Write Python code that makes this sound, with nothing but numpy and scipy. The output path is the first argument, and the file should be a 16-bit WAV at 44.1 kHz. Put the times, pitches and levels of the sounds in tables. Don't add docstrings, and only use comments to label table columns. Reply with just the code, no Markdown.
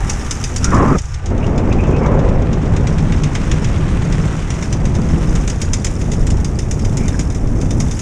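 import sys
import numpy as np
from scipy import signal
from scipy.fft import rfft, irfft
from scipy.io import wavfile
from scipy.ndimage import uniform_filter1d, minimum_filter1d

SR = 44100
rng = np.random.default_rng(int(sys.argv[2]) if len(sys.argv) > 2 else 0)


def store_wav(level_fs):
    pcm = np.round(np.clip(np.atleast_2d(level_fs), -1, 1) * 32767)
    wavfile.write(sys.argv[1], SR, pcm.T.astype(np.int16))


N = 353241
TIME_S = np.arange(N) / SR

# (time [s], level re usual flow [dB])
AIRFLOW = [(0, -4.5), (.49, -10), (.58, -4.5), (.68, 0.5), (.74, 8.5), (.96, 9), (1.02, -29), (1.21, -26),
           (1.32, 3), (2.1, 4.5), (2.62, 1), (2.95, 2), (3.33, -1.5), (4.17, 1), (4.5, -6.5), (4.85, 1),
           (5.35, 2.5), (5.55, -4.5), (6, -2), (6.25, 2), (6.65, -3.5), (7.05, 2.5), (7.33, -3), (7.56, 2),
           (7.82, 2.5), (8, -6.5)]
# (time [s], treble loss [dB])
TREBLE_LOSS = [(0, 1.5), (.65, 2), (1.2, 8), (2.2, 16), (3, 7), (4.1, 4.5), (4.5, 5), (6, 0.5), (8, 0)]
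# (frequency [Hz], relative density [dB])
RUMBLE_SPECTRUM = [(8, -13), (22, 0.5), (60, -2), (100, -3.5), (140, -8.5), (200, -28), (400, -50.5),
                   (2000, -79), (12000, -112)]
BUFFET_SPECTRUM = [(50, -22), (100, -3), (140, -0.5), (220, -0.5), (310, -6), (500, -17.5), (900, -37.5),
                   (2000, -51.5), (5000, -83), (12000, -108)]
ROAR_SPECTRUM = [(150, -27), (350, 3.5), (500, 0.5), (720, -2.5), (1100, -9), (1600, -16.5), (2500, -22.5),
                 (4000, -45.5), (9000, -95.5), (12000, -100)]
# (time [s], level at usual flow [dB])
DRONE_LEVEL = [(1.6, -37), (2.5, -22), (5.35, -22), (5.9, -27)]
# (time [s], relative grass level [dB], relative leaf level [dB])
GROUND_COVER = [(0, -37.5, -40.5), (.64, -39, -41.5), (1.12, -41.5, -48.5), (1.17, -52, -47.5),
                (1.9, -46, -47), (2.3, -51.5, -44.5), (3.35, -42, -39.5), (3.95, -44.5, -38.5),
                (4.62, -39.5, -40.5), (4.82, -46.5, -44.5), (5.35, -40.5, -41), (5.8, -46, -46),
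                (6.8, -45, -50), (7.08, -41.5, -45), (7.45, -48.5, -52), (8, -37.5, -44.5)]
# (frequency [Hz], relative density [dB])
GRASS_SPECTRUM = [(2500, -4), (4400, -17), (5400, 3), (6100, 3.5), (7300, -0.5), (8700, -8), (10200, -9),
                  (11700, -21), (14000, -20.5), (15500, -53)]
LEAF_SPECTRUM = [(300, -30), (900, 0.5), (1500, 1), (2100, -2.5), (2800, -6), (3600, -10.5), (4300, -15.5),
                 (6000, -18), (9000, -16), (12000, -47.5)]
# (frequency [Hz], width [Hz], relative level [dB])
FRAME_MODES = [(586, 44, -23.5), (811, 120, 6.5), (974, 16, -3), (1185, 41, 3), (1328, 48, 0),
               (1657, 200, -1.5), (1964, 250, -1)]
# (time [s], level [dB], pitch [Hz])
RIG_WHINE = [(0, -32, 808), (.12, -50, 796), (.2, -65, 790), (.98, -62, 680), (1.06, -53, 710),
             (1.16, -44, 726), (1.27, -44, 770), (1.4, -80, 770)]
# (pitch [Hz], relative ping level [dB])
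FITTING_PINGS = [(3550, -6), (4800, -1), (5350, 2), (5850, -2.5), (6400, -0.5), (6950, -3), (8600, -8)]
# (frequency [Hz], relative level [dB], T60 [s])
STEEL_MODES = [(2300, -22, .1), (2577, -11, 0.076), (3635, -6.5, 0.076), (4820, -8, 0.071),
               (5160, -2.5, 0.076), (5550, -34, 0.056), (5770, -7, 0.11), (6040, -15, 0.1),
               (6320, -2, 0.072), (6930, 0.5, 0.054), (6650, -5, 0.037), (8400, -20, 0.15),
               (9200, -25, 0.079)]
# (time [s], strength [dB], loose
# part's pitch [Hz])
HARD_CLACKS = [(0.0962, -8.5, 5780), (0.3087, -7.5, 6000), (0.439, -10, 6100), (0.5613, -10, 5700),
               (0.6428, -6.5, 5810), (0.7444, -16, 6770), (0.984, -14.5, 6540), (1.141, -20.5, 5390),
               (1.259, -21.5, 6350), (1.578, -22.5, 6920), (1.7259, -23.5, 5210), (2.5295, -24.5, 5810),
               (2.7633, -21, 6940), (2.87, -18.5, 5820), (2.9826, -23.5, 5800), (3.1215, -22, 5180),
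               (3.2353, -17, 5270), (3.3513, -15.5, 5200), (3.514, -16, 5760), (3.6438, -18.5, 5850),
               (4.1235, -20, 5230), (4.503, -16.5, 6900), (4.6247, -18, 5300), (4.7265, -15, 6000),
               (4.8528, -20, 6330), (4.9502, -21.5, 5200), (5.352, -19.5, 5940), (5.476, -15, 6270),
               (5.4984, -16, 5850), (5.6156, -11, 6630), (5.7333, -7, 6860), (5.8453, -9, 6840),
               (5.867, -16.5, 5700), (6.0138, -22.5, 6350), (6.117, -17.5, 6550), (6.1334, -21, 6170),
               (6.2674, -17.5, 6830), (6.3027, -17, 6840), (6.3689, -29, 5670), (6.4448, -16.5, 6320),
               (6.5883, -16.5, 5330), (6.7108, -14, 6700), (6.793, -24.5, 5570), (6.8488, -19.5, 6090),
               (6.9703, -14.5, 6800), (7.0806, -16, 6300), (7.1924, -13.5, 6750), (7.2067, -23, 5730),
               (7.3012, -24, 5770), (7.3472, -22, 5900), (7.6128, -20.5, 6310), (7.7068, -17, 5860),
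               (7.8016, -12, 6420), (7.911, -18, 6030), (7.9914, -16, 6340)]
# (frequency [Hz], relative density [dB])
CLINK_SPECTRUM = [(2500, -34), (4300, -14.5), (5100, -4), (5800, 0), (6900, 0), (7600, -4), (8800, -9.5),
                  (10200, -13.5), (11000, -20.5), (11800, -45.5), (14000, -33), (15200, -60)]
KNOCK_SPECTRUM = [(400, -16), (1200, 8), (1700, 9.5), (2050, 14.5), (2500, 10.5), (3100, 9), (3600, 8),
                  (4300, 1.5), (6000, -17.5), (11000, -45)]
# (time [s], gain [dB])
KNOCK_GAIN = [(1.1, -19), (1.6, -12), (2.8, -14), (3.2, -10), (3.7, -10), (4.6, -15), (8, -19.5)]
# (time [s], level [dB], pitch [Hz])
GAP_GUSTS = [(.6, -55, 1290), (.65, -28, 1360), (.71, -30, 1410), (.73, -16.5, 1100), (.9, -20, 1060),
             (.96, -25.5, 1300), (.985, -62, 1250), (1.85, -70, 1060), (2.06, -22.5, 1060),
             (2.5, -70, 1000)]
GUST_HOWL = [(1.7, -66, 380), (1.9, -19, 366), (2.05, -25, 515.4), (2.28, -21.5, 528.4), (2.42, -27.5, 482),
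             (2.6, -82, 477)]
# (centre time [s], length [s], pitch [Hz], level [dB])
WIND_WHISTLES = [(1.41, 0.033, 2500, -41), (1.432, 0.016, 2550, -30), (1.449, 0.039, 2800, -35),
                 (1.722, 0.026, 2500, -30), (1.8, 0.053, 2430, -30), (1.85, 0.14, 2600, -40),
                 (1.953, 0.11, 2530, -36.5), (2.041, 0.1, 2200, -34.5), (7.04, 0.15, 2270, -38),
                 (7.148, 0.021, 1650, -30.5)]


def gain(db):
    return 10 ** (np.asarray(db) / 20)


def unit_rms(x):
    return x / np.sqrt(np.mean(x ** 2) + 1e-20)


def curves(rows):
    times_s, *columns = np.transpose(rows)
    return [np.interp(TIME_S, times_s, column) for column in columns]


def add(mix, start_s, sound):
    span = mix[max(round(start_s * SR), 0):][:len(sound)]
    span += sound[:len(span)]


def coloured(x, spectrum, size=16384):
    hz, db = np.transpose(spectrum)
    bins_hz = abs(np.fft.fftfreq(size, 1 / SR))
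    log_gain = np.log(gain(np.interp(np.log(bins_hz + 1), np.log(hz + 1), db)))
    response = np.exp(np.conj(signal.hilbert(log_gain)))
    taps = np.fft.ifft(response).real[:size // 2]
    return signal.fftconvolve(x, taps / np.linalg.norm(taps))[:len(x)]


def noise(spectrum):
    return unit_rms(coloured(rng.standard_normal(N), spectrum))


def wander(rate_hz):
    hz = np.fft.rfftfreq(N, 1 / SR)
    return unit_rms(irfft(rfft(rng.standard_normal(N)) / (1 + (hz / rate_hz) ** 4), N))


def fuzzy_tone(hz, width_hz, size=N):
    r = np.exp(-np.pi * width_hz / SR)
    waver = signal.lfilter([1], [1, -2 * r, r * r], rng.standard_normal((2, size)))
    phase = 2 * np.pi * np.cumsum(hz * np.ones(size)) / SR
    return unit_rms(waver[0] * np.cos(phase) + waver[1] * np.sin(phase))


def resonate(x, hz, width_hz):
    r = np.exp(-np.pi * width_hz / SR)
    return 2 * signal.lfilter([1 - r], [1, -r * np.exp(2j * np.pi * hz / SR)], x).real


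def ticks(per_s, spread_db):
    size = gain(spread_db * np.minimum(rng.exponential(1, N), 4)) * rng.choice([-1, 1], N)
    return unit_rms(size * (rng.random(N) < per_s / SR))


def wind(lee_db=-13, full_db=1.1, tear_db=2.5):
    (flow_db,), (treble_loss_db,) = curves(AIRFLOW), curves(TREBLE_LOSS)
    flutter_db = 1.36 * wander(rate_hz=57)
    surge_db = np.maximum(flow_db - tear_db, 0)
    rumble_db = -15 + 0.51 * np.clip(flow_db, lee_db, full_db)
    buffet_db = -21.5 + flow_db + flutter_db
    roar_db = -33 + 0.57 * flow_db + surge_db + 0.46 * treble_loss_db + flutter_db
    return (noise(RUMBLE_SPECTRUM) * gain(rumble_db)
            + noise(BUFFET_SPECTRUM) * gain(buffet_db)
            + noise(ROAR_SPECTRUM) * gain(roar_db))


def drone(growth_db_per_db=1.6, full_db=2):
    swell_db = growth_db_per_db * np.minimum(curves(AIRFLOW)[0], full_db)
    return fuzzy_tone(hz=153, width_hz=38) * gain(curves(DRONE_LEVEL)[0] + swell_db)


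def crackle(per_s, fade_s):
    t = np.arange(SR // 40) / SR
    power = signal.fftconvolve(ticks(per_s, spread_db=3.6) ** 2, np.exp(-t / fade_s))[:N]
    return unit_rms(np.sqrt(abs(power)) * rng.standard_normal(N))


def tyres(grass_trim_db=-1, leaf_trim_db=5):
    grass_db, leaf_db = curves(GROUND_COVER)
    bumps_db = 1.2 * wander(rate_hz=30)
    swish = unit_rms(rng.standard_normal(N) + crackle(per_s=450, fade_s=0.001))
    crunch = unit_rms(rng.standard_normal(N) + 0.8 * crackle(per_s=400, fade_s=0.0015))
    return (coloured(swish, GRASS_SPECTRUM) * gain(grass_db + grass_trim_db + bumps_db)
            + coloured(crunch, LEAF_SPECTRUM) * gain(leaf_db + leaf_trim_db + bumps_db))


def frame_hum(settled_db=-47.5, start_boost_db=18, settle_s=0.34):
    hum = sum(gain(db) * fuzzy_tone(hz, width_hz) for hz, width_hz, db in FRAME_MODES)
    return unit_rms(hum) * gain(settled_db + start_boost_db * np.exp(-TIME_S / settle_s))


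def whine(octave_db=-7):
    db, hz = curves(RIG_WHINE)
    return gain(db) * (fuzzy_tone(hz, width_hz=14) + gain(octave_db) * fuzzy_tone(2 * hz, width_hz=28))


def contact(t, t60_s, rise_s=0.00021, tail_db=-15, tail_t60_s=0.24):
    burst = gain(-60 * t / t60_s)
    tail = gain(tail_db - 60 * t / tail_t60_s)
    attack = 1 - np.exp(-t / rise_s)
    return attack * np.hypot(burst, tail) * unit_rms(rng.standard_normal(len(t)))


def steel_ring(t, spread_db=4, detune=0.0013, rise_s=0.0017):
    hz, db, t60_s = np.transpose(STEEL_MODES)[:, :, None]
    share, shift, phase = rng.standard_normal((3, len(STEEL_MODES), 1))
    size = gain(db + spread_db * share)
    cycles = hz * (1 + detune * shift) * t + phase
    modes = size * gain(-60 * t / t60_s) * np.sin(2 * np.pi * cycles)
    return modes.sum(0) / np.linalg.norm(size) * (1 - np.exp(-t / rise_s))


def chatter(ping_t60_s=0.037, rolling_db=-4, shaken_db=-31, settle_s=0.085):
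    t = np.arange(SR // 6) / SR
    taps, jolts = np.zeros((2, N))
    for hz, db in FITTING_PINGS:
        ping = gain(-60 * t / ping_t60_s) * np.sin(2 * np.pi * hz * t)
        click = coloured(contact(t, t60_s=0.015), CLINK_SPECTRUM)
        tap = unit_rms(click) + 0.5 * unit_rms(steel_ring(t)) + gain(db) * unit_rms(ping)
        taps += signal.fftconvolve(ticks(per_s=7, spread_db=2), tap)[:N]
    for time_s, db, _ in HARD_CLACKS:
        add(jolts, time_s, gain([db]))
    shaken = gain(shaken_db) * signal.lfilter([1], [1, -np.exp(-1 / (settle_s * SR))], jolts)
    rolling = gain(curves(GROUND_COVER)[0] + rolling_db)
    return unit_rms(taps) * np.hypot(rolling, shaken)


def blows(swing_s=0.12, jitter_s=0.0087, soft_db=-30, spread_db=2, soft_hz=5800, spread_hz=400):
    rows = list(HARD_CLACKS)
    for (start_s, _, _), (end_s, _, _) in zip(HARD_CLACKS, HARD_CLACKS[1:]):
        swings = max(round((end_s - start_s) / swing_s), 1)
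        for time_s in np.linspace(start_s, end_s, swings + 1)[1:-1]:
            late, force, pitch = rng.standard_normal(3)
            rows.append((time_s + jitter_s * late,
                         soft_db + spread_db * force,
                         soft_hz + spread_hz * pitch))
    return rows


def clacks(clink_db=-9.5, ring_db=-9, part_db=-15.5, knock_db_per_db=0.7):
    t = np.arange(SR // 6) / SR
    clink, knock, ring = np.zeros((3, N))
    for time_s, db, hz in blows():
        burst = gain(db) * contact(t, t60_s=0.058)
        part_ring = unit_rms(resonate(burst, hz, width_hz=130)) * burst.std()
        add(clink, time_s, burst)
        add(knock, time_s, gain(knock_db_per_db * db) * contact(t, t60_s=0.071, rise_s=0.00068))
        add(ring, time_s, gain(db + ring_db) * steel_ring(t) + gain(part_db) * part_ring)
    return (gain(clink_db) * coloured(clink, CLINK_SPECTRUM)
            + gain(curves(KNOCK_GAIN)[0]) * coloured(knock, KNOCK_SPECTRUM)
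            + ring)


def housing_tones(overtone_ratio=1.6, overtone_db=-14):
    (gust_db, gust_hz), (howl_db, howl_hz) = curves(GAP_GUSTS), curves(GUST_HOWL)
    gust = fuzzy_tone(gust_hz, width_hz=360)
    gust += gain(overtone_db) * fuzzy_tone(overtone_ratio * gust_hz, width_hz=800)
    tones = gain(gust_db) * gust + gain(howl_db) * fuzzy_tone(howl_hz, width_hz=130)
    for centre_s, length_s, hz, db in WIND_WHISTLES:
        whistle = fuzzy_tone(hz, width_hz=340, size=int(length_s * SR))
        add(tones, centre_s - length_s / 2, gain(db) * whistle * np.hanning(len(whistle)))
    return tones


def dull_treble(x, corner_hz=8300):
    low = signal.sosfiltfilt(signal.butter(4, corner_hz, fs=SR, output="sos"), x)
    return low + (x - low) * gain(-curves(TREBLE_LOSS)[0])


def scene():
    rig = tyres() + frame_hum() + whine() + chatter() + clacks()
    return (wind() + drone() + housing_tones() + dull_treble(rig))[None]


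def record(dry):
    ceiling, window_samples, cutoff_hz = 0.94, 401, 15100
    safe_gain = np.minimum(1, ceiling / (abs(dry[0]) + 1e-9))
    held_gain = minimum_filter1d(safe_gain, window_samples)
    limited = dry * uniform_filter1d(held_gain, window_samples)
    lowpass = signal.firwin(511, cutoff_hz, window=("kaiser", 9), fs=SR)
    return signal.oaconvolve(limited, lowpass[None], "same")


dry = scene()
out = record(dry)
store_wav(out)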